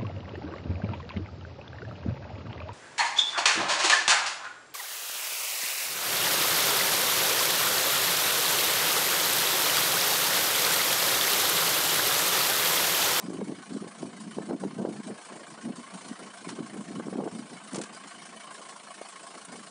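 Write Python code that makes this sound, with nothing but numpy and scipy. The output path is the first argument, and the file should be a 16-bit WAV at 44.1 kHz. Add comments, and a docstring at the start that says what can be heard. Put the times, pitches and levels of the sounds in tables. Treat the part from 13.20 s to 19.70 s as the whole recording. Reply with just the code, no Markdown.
"""Night storm on an open road

Gusts tumble over a small microphone: filtered noise in lumps, with low ringing thuds where strong eddies pass.
The hardest eddies also crack on the port as short rough snaps, and blown snow brushes the case in noise bursts.
A four-cylinder diesel idles close by, each firing a dull knock and a bright tick of noise.
Deep bass is filtered out of every source, and a gain control turns the loud moments down."""
import sys
import numpy as np
from scipy import signal
from scipy.fft import rfft, irfft
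from scipy.io import wavfile
from scipy.ndimage import uniform_filter1d, map_coordinates

SR = 44100
rng = np.random.default_rng(int(sys.argv[2]) if len(sys.argv) > 2 else 0)


def ratio(d):
    """dB to gain"""
    e = np.asarray(d, float) / 20
    return 10 ** e


def inscribe(sig):
    """Save sig as 16-bit PCM at rate SR to the path in sys.argv[1].

    A 1-D sig is mono; a 2-D sig holds one channel per row.
    Samples are clipped to [-1, 1] before scaling.
    """
    pcm = np.round(np.clip(np.atleast_2d(sig).T, -1, 1) * 32767)
    wavfile.write(sys.argv[1], SR, pcm.astype(np.int16))


N = 286650


def unit(x):
    """Scaled to rms 1."""
    return x / np.sqrt(np.mean(x ** 2) + 1e-20)


def curves(rows):
    """One value per sample for each column after the time."""
    s, *cols = np.transpose(rows)
    return [np.interp(np.arange(N) / SR, s, c) for c in cols]


def wobble(rate):
    """A smooth random curve, rate knots a second."""
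    knots = rng.standard_normal(int(N * rate / SR) + 4)
    return map_coordinates(knots, [np.arange(N) * rate / SR])


def coloured(x, spectrum, peaks=()):
    """x through a causal minimum-phase filter of (Hz, dB) points, lifted by (Hz, width Hz, dB) resonances."""
    m = 2 ** 14
    hz = np.fft.rfftfreq(m, 1 / SR)
    f, db = np.transpose(spectrum)
    power = ratio(np.interp(np.log(hz + 1), np.log(f + 1), db)) ** 2
    for centre, width, peak_db in peaks:
        power *= 1 + ratio(peak_db) ** 2 / (1 + (2 * (hz - centre) / width) ** 2)
    # folding the cepstrum onto positive times makes the filter causal
    cepstrum = irfft(np.log(power + 1e-12) / 2, m)
    cepstrum[1:m // 2] *= 2
    cepstrum[m // 2 + 1:] = 0
    impulse = irfft(np.exp(rfft(cepstrum)), m)[:m // 2]
    return signal.oaconvolve(x, impulse)[:N]


def gusts():
    """Gains of big and small eddies: each gust rises, swells to a crest and falls over the breeze."""
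    # wind between the gusts: t/s, big eddies level/dB, small eddies above them/dB
    breeze = [(0, -51.5, 2), (.4, -56.5, -7.5), (.75, -52, -3.5), (1.05, -44.5, -18), (1.93, -48.5, -6),
              (1.99, -63, 14), (2.07, -66.5, 8), (2.12, -58.5, 2.5), (2.4, -59.5, 1), (2.65, -54, -1.5),
              (2.92, -56, -3.5), (2.95, -69, 1), (3.0, -56, 3.5), (3.22, -54.5, -2), (3.45, -49.5, -10),
              (4.25, -52, -2.5), (4.35, -50.5, -5), (5.0, -55.5, -3), (5.45, -63, 4.5), (6.2, -62.5, 4),
              (6.5, -60, -1)]
    # gusts over the microphone: start t/s, held/s, big eddies level at the crest/dB, small eddies above them/dB
    gust_rows = [(0.046, 0.19, -36.5, -10.5), (.185, 0.081, -34.5, -13), (0.27, 0.079, -36.5, -7.5),
                 (0.384, 0.031, -44, -8), (.5, 0.082, -39, -8.5), (.615, 0.034, -40, -4),
                 (.665, 0.015, -40, -8), (.815, 0.066, -39, -9), (.97, 0.11, -55, -26),
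                 (1.17, 0.066, -37, -2.5), (1.288, 0.065, -31, -1.5), (1.422, 0.059, -34, -8),
                 (1.51, 0.09, -44.5, -19), (1.585, 0.13, -33, -2), (1.79, 0.024, -44, -13),
                 (1.855, 0.071, -40.5, -12), (1.925, 0.031, -49.5, -4), (2.29, 0.038, -44, -18),
                 (2.446, 0.068, -36, -8), (2.5, .04, -42, -8), (2.58, 0.016, -41.5, -16),
                 (2.735, 0.028, -49.5, -5), (2.855, 0.073, -46.5, -3), (3.025, 0.029, -44.5, -11),
                 (3.264, 0.067, -39, -19), (3.385, 0.046, -39.5, -6.5), (3.455, 0.016, -41.5, -6),
                 (3.53, 0.091, -42.5, -6), (3.68, 0.11, -43.5, -4.5), (3.755, 0.058, -34.5, -12),
                 (3.86, 0.045, -36.5, -6.5), (3.925, 0.046, -39.5, -4.5), (3.979, 0.044, -33, 2),
                 (4.053, .035, -40, 7), (4.12, 0.13, -42, -13.5), (4.535, 0.096, -40.5, 0),
                 (6.28, 0.13, -50.5, -2)]
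    rise_db_per_s, fall_db_per_s = 899, 600
    crest = 0.56  # share of the hold that passes before the crest
    swell_db, small_swell_db = 1, 9.5  # how far under the crest the ends of the hold lie
    calm_db, calm_small_db = curves(breeze)
    calm_db = calm_db + 3.44 * wobble(22)
    big, small = ratio(calm_db) ** 2, ratio(calm_db + calm_small_db) ** 2  # powers
    t = np.arange(N) / SR
    for s, held, big_db, small_db in gust_rows:
        near = slice(max(round((s - .1) * SR), 0), round((s + held + .2) * SR))
        early = np.maximum(s - t[near], 0)
        late = np.maximum(t[near] - s - held, 0)
        level_db = big_db - rise_db_per_s * early - fall_db_per_s * late
        off_crest = np.interp(t[near], [s, s + crest * held, s + held], [1, 0, 1]) ** 2
        big[near] += ratio(level_db - swell_db * off_crest) ** 2
        small[near] += ratio(level_db + small_db - small_swell_db * off_crest) ** 2
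    return np.sqrt(big), np.sqrt(small)


def eddies(per_s, spread_db, smooth):
    """Sparse pressure kicks of uneven size on a share of smooth turbulence."""
    chance, size, calm = rng.random(N), rng.standard_normal(N), rng.standard_normal(N)
    kicks = (chance < per_s / SR) * np.sign(calm) * ratio(spread_db * size)
    return unit(kicks) + smooth * calm


def buffeting():
    """Large eddies rumble at the microphone, small ones flutter above them; both come in the same lumps."""
    # rumble of the large eddies: f/Hz, relative level/dB per Hz
    big_spectrum = [(24, -79), (40, -57), (59, -46), (97, -21), (200, 5), (450, -13), (580, -36.5),
                    (990, -120)]
    # flutter of the small eddies: f/Hz, relative level/dB per Hz
    small_spectrum = [(150, -43), (300, -3.5), (450, -2), (700, -4), (1100, -16.5), (2000, -44.5),
                      (4000, -67)]
    big_gain, small_gain = gusts()
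    lumps = ratio(2.2 * wobble(45))  # fast lumps in the turbulence, depth in dB
    big_kicks = eddies(per_s=400, spread_db=0.5, smooth=1.55)
    small_kicks = eddies(per_s=500, spread_db=4, smooth=1.35)
    big = unit(coloured(lumps * big_kicks, big_spectrum))
    small = unit(coloured(lumps * small_kicks, small_spectrum))
    return big_gain * big + small_gain * small


def patchy(x, broad_db, fine_db):
    """Random gain in broad patches of pitch and in narrow, briefly ringing ones."""
    z = signal.stft(x, nperseg=1024)[2]
    broad, fine = rng.standard_normal((2, *z.shape))
    broad = uniform_filter1d(uniform_filter1d(broad, size=30, axis=0), size=2, axis=1)
    fine = uniform_filter1d(fine, size=3, axis=1)
    gain = ratio(broad_db * unit(broad) + fine_db * unit(fine))
    return signal.istft(z * gain, nperseg=1024)[1][:N]


def engine():
    """Every firing sets off a dull knock and a bright tick of noise that sink away until the next cylinder."""
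    # engine as the wind carries it: t/s, knock level/dB before its lift below, tick level/dB likewise
    idle = [(0, -54, -53), (1.6, -55, -54.5), (2.24, -54, -54), (3.0, -52.5, -52.5), (4.1, -54, -53.5),
            (4.65, -52.5, -53.5), (4.9, -52.5, -53), (6.5, -53, -52)]
    # cylinders in firing order: knock relative level/dB, tick relative level/dB
    cylinders = [(3, 2.5), (3.5, 2), (3.5, 4.5), (3.5, 5.5)]
    # resonances of engine block and bonnet: f/Hz, width/Hz, level/dB before the lift below
    block = [(211, 61, -6), (690, 62, 1.5), (1081, 60, -0.5), (1528, 99, -7), (2234, 130, -5.5),
             (3015, 110, 0), (4280, 93, 3.5), (4700, 140, -13)]
    # knock: f/Hz, relative level/dB per Hz
    knock_spectrum = [(100, -42.5), (200, -12), (450, -27.5), (600, -14), (1100, -8), (1800, -11),
                      (3200, -19), (5000, -31.5), (8000, -57.5)]
    # tick of valves and injectors: f/Hz, relative level/dB per Hz
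    tick_spectrum = [(400, -46), (1470, -20), (2500, -16), (2960, -7.5), (3210, -5), (4440, -2.5),
                     (6830, -4), (9390, 0.5), (9940, -5), (10500, -21.5), (11000, -31), (11300, -67)]
    first_s, firing_hz = .022, 27.635
    firing = (np.arange(N) / SR - first_s) * firing_hz
    number = np.floor(firing).astype(int) + 1
    since = firing % 1 / firing_hz  # s after the latest firing
    knock_db, tick_db = np.transpose(cylinders)[:, (number - 1) % len(cylinders)]
    burn, clack = rng.standard_normal((number.max() + 1, 2))[number].T  # no two burns alike
    sudden, gradual = 1 - np.exp(-since / 0.00089), 1 - np.exp(-since / 0.0014)
    knock_db = knock_db + 0.4 * burn - 7.66 * (since / 0.026) ** 1.9
    tick_db = tick_db + 0.22 * burn + 2.0 * clack - 7.5 * (since / 0.027) ** 0.99
    knock = 0.16 + sudden * ratio(knock_db)  # the constant is a steady floor of noise
    tick = 0.35 + gradual * ratio(tick_db)
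    knock, tick = uniform_filter1d([knock, tick], size=260, axis=1)  # the blows spread over a few ms
    resonances = [(hz, width, db + 8) for hz, width, db in block]
    rattle = patchy(rng.standard_normal(N), broad_db=1.37, fine_db=4.5)
    clatter = patchy(rng.standard_normal(N), broad_db=0.82, fine_db=5.0)
    low = unit(coloured(knock * rattle, knock_spectrum, resonances))
    high = unit(coloured(tick * clatter, tick_spectrum))
    low_db, high_db = curves(idle) + 0.48 * wobble(11)  # both levels waver together on the way here
    return ratio(low_db + 4.0) * low + ratio(high_db + 0.02) * high


def thuds():
    """Each strong eddy swings the diaphragm for a cycle or two, quick to rise and slower to settle."""
    # strong single eddies: peak t/s, peak level/dB before the filter, ring f/Hz, length at half height/s
    thud_rows = [(0.0517, -30, 242, 0.004), (0.086, -23, 270, 0.0049), (0.104, -18, 254, 0.0027),
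                 (0.1244, -24, 283, 0.0051), (0.1464, -25.5, 360, 0.0067), (0.167, -24.0, 257, 0.0045),
                 (0.191, -24.5, 321, 0.0034), (0.2173, -19.5, 443, 0.0038), (0.225, -22, 316, 0.0035),
                 (0.235, -30, 260, 0.0034), (0.275, -24, 260, 0.0036), (0.2963, -19.5, 263, 0.0063),
                 (0.3229, -20, 290, 0.0044), (0.5223, -25.5, 252, 0.0057), (0.5507, -22.5, 242, 0.0069),
                 (0.564, -24.5, 423, 0.0027), (0.57, -21, 277, 0.0052), (0.625, -26, 370, 0.0074),
                 (0.6455, -29.5, 356, 0.0038), (0.832, -17.5, 321, 0.0027), (0.857, -29.0, 270, 0.005),
                 (1.1856, -12.5, 373, 0.0022), (1.212, -30, 303, 0.0048), (1.236, -32, 272, 0.0046),
                 (1.2905, -25, 257, 0.0038), (1.31, -14.5, 363, 0.0029), (1.3264, -26, 315, 0.0035),
                 (1.3355, -15.5, 268, 0.0061), (1.351, -17, 272, 0.006), (1.363, -25, 277, 0.0037),
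                 (1.4375, -18, 460, 0.0033), (1.452, -16.5, 318, 0.0034), (1.4616, -18.5, 288, 0.0051),
                 (1.5675, -30, 228, 0.009), (1.6, -26, 341, 0.0032), (1.6177, -28, 279, 0.0043),
                 (1.626, -19, 238, 0.0087), (1.651, -10, 445, 0.0024), (1.6732, -19, 344, 0.0028),
                 (1.6883, -17, 320, 0.0031), (1.714, -26, 307, 0.0058), (1.802, -26.5, 280, 0.0036),
                 (1.868, -31, 227, 0.0131), (1.9035, -21.0, 330, 0.0029), (2.4647, -26.5, 249, 0.016),
                 (2.4796, -23, 304, 0.0056), (2.51, -29.5, 278, 0.0039), (2.586, -33, 256, 0.0064),
                 (2.915, -24, 245, 0.006), (3.273, -25.5, 294, 0.0044), (3.292, -35, 445, 0.0027),
                 (3.3196, -43, 281, 0.0031), (3.3906, -24, 364, 0.0033), (3.406, -18.5, 267, 0.0051),
                 (3.4283, -28.0, 273, 0.0036), (3.544, -30, 330, 0.003), (3.566, -28.0, 322, 0.0029),
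                 (3.611, -37, 260, 0.0058), (3.6866, -28.5, 242, 0.0062), (3.7094, -27, 275, 0.0033),
                 (3.7615, -27.5, 322, 0.0024), (3.788, -26.5, 296, 0.0037), (3.7987, -17.5, 680, 0.0015),
                 (3.8045, -24, 342, 0.0032), (3.8698, -24.5, 323, 0.0038), (3.884, -23, 279, 0.0036),
                 (3.9283, -24.0, 455, 0.0041), (3.958, -18, 308, 0.0034), (3.9907, -14, 302, 0.0037),
                 (4.0045, -19, 586, 0.0015), (4.024, -23, 408, 0.003), (4.0385, -22, 420, 0.0048),
                 (4.0647, -21, 324, 0.0053), (4.0777, -19.5, 513, 0.0017), (4.16, -33, 270, 0.0083),
                 (4.1944, -29.5, 255, 0.011), (4.558, -20, 534, 0.0016), (4.5812, -17, 256, 0.0023),
                 (4.5892, -23.0, 360, 0.0045), (4.6036, -24, 286, 0.0038), (4.6386, -29.0, 376, 0.0024),
                 (5.815, -26, 490, 0.002)]
    lingers = 1.55  # fall over rise time
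    half = SR // 40
    out, t = np.zeros(N + SR), np.arange(-half, half) / SR
    for (s, db, hz, length), phase in zip(thud_rows, rng.random((len(thud_rows), 1))):
        width = length * np.where(t < 0, 1, lingers) / (1 + lingers)
        swell = .5 ** ((np.abs(t) / width) ** 1.7)
        ring = np.cos(2 * np.pi * (hz * t + phase))
        out[round(s * SR) - half:][:len(t)] += ratio(db) * swell * ring
    return coloured(out[:N], [(40, -39), (130, -6.5), (180, -2), (1500, -3), (3300, -8)])


def snaps():
    """The hardest eddies also crack on the microphone port: a few rough cycles, part tone and part noise."""
    # hard edges of those eddies: start t/s, level/dB before the filter, pitch f/Hz
    snap_rows = [(0.212, -33, 770), (0.827, -35.5, 781), (0.855, -36.5, 1010), (1.185, -31.5, 786),
                 (1.295, -32, 781), (1.309, -33, 900), (1.436, -26.5, 781), (1.448, -36, 810),
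                 (1.509, -38, 1020), (1.597, -40, 818), (1.65, -28.5, 781), (1.656, -32, 775),
                 (1.901, -43, 1110), (3.39, -38, 1050), (3.797, -23.5, 781), (3.806, -35, 1170),
                 (3.883, -34, 1050), (3.928, -36, 780), (3.954, -32, 789), (3.991, -39, 781),
                 (4.003, -31, 829), (4.036, -31.5, 816), (4.074, -30, 842), (4.559, -32, 867),
                 (5.816, -34.5, 781)]
    peak_s, roughness = .0012, 0.51  # time to the peak, noise rms against a tone of amplitude 1
    out, t = np.zeros(N + SR), np.arange(SR // 40) / SR
    u = t / peak_s
    draws = rng.standard_normal((len(snap_rows), len(t) + 1))
    for (s, db, hz), (phase, *hiss) in zip(snap_rows, draws):
        band = signal.butter(2, [hz / 2, hz * 2], 'bandpass', fs=SR, output='sos')
        rough = unit(signal.sosfilt(band, hiss))
        crack = np.cos(2 * np.pi * (hz * t + phase)) + roughness * rough
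        out[round(s * SR):][:len(t)] += ratio(db) * u * np.exp(1 - u) * crack
    return coloured(out[:N], [(60, -39), (300, -0.5), (1600, -2), (2600, -18.5), (6000, -38)])


def snow():
    """Scratchy noise bursts where blown snow strikes the case, each trailed by a fainter, fading hiss."""
    # strikes on the case: start t/s, nominal level/dB before lift and filter, tilt/dB per octave
    strikes = [(3.2868, -24, -5), (3.298, -30, -1), (3.305, -36, -2), (4.528, -32, 4), (4.5426, -23.5, -2),
               (4.5558, -23, 1), (4.563, -29, -4), (4.582, -26.5, 1), (4.612, -22.5, -1),
               (4.634, -26.5, -2.5), (4.642, -40, 0), (4.745, -34, 2), (6.1486, -36.5, -3.5),
               (6.247, -27, 18)]
    # brushing: f/Hz, gain/dB
    brush_spectrum = [(400, -91), (900, 0), (2000, -4), (5000, -3), (9300, -0.5), (10300, -10),
                      (11100, -38), (11600, -63)]
    burst_s, trail_db, trail_s = 0.0063, -16.5, 0.016  # burst time scale, trail against burst, trail decay
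    out, t = np.zeros(N + SR), np.arange(SR // 10) / SR
    octaves = np.log2(np.clip(np.fft.rfftfreq(len(t), 1 / SR), 900, 10000) / 4000)
    stroke = 2 * t / burst_s
    burst = stroke ** 2 * np.exp(-1.4 * stroke) * 1.26
    trail = ratio(trail_db) * (1 - np.exp(-stroke)) * np.exp(-t / trail_s)
    for s, db, tilt_db in strikes:
        tilted = rfft(rng.standard_normal(len(t))) * ratio(tilt_db * octaves)
        grit = unit(irfft(tilted, len(t)))
        out[round(s * SR):][:len(t)] += ratio(db + 2.0) * (burst + trail) * grit
    return coloured(out[:N], brush_spectrum)


def scene():
    """Wind and snow on the microphone over the idling engine, in one channel."""
    return (buffeting() + engine() + thuds() + snaps() + snow())[None]


def low_pass(x):
    """Removes everything above the highest recorded frequency."""
    return signal.sosfilt(signal.butter(12, 11270, fs=SR, output="sos"), x)


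def record(dry):
    """Gain control follows the loudness over a threshold and lets go within a few tens of ms."""
    keep = np.exp(-1 / (0.02 * SR))  # 20 ms averaging
    power = signal.lfilter([1 - keep], [1, -keep], dry ** 2)
    level_db = 10 * np.log10(power + 1e-12)
    turned = dry * ratio(-.25 * np.maximum(level_db + 40.5, 0))  # a quarter dB down per dB over -40.5 dB
    return low_pass(turned)


dry = scene()
out = record(dry)
inscribe(out)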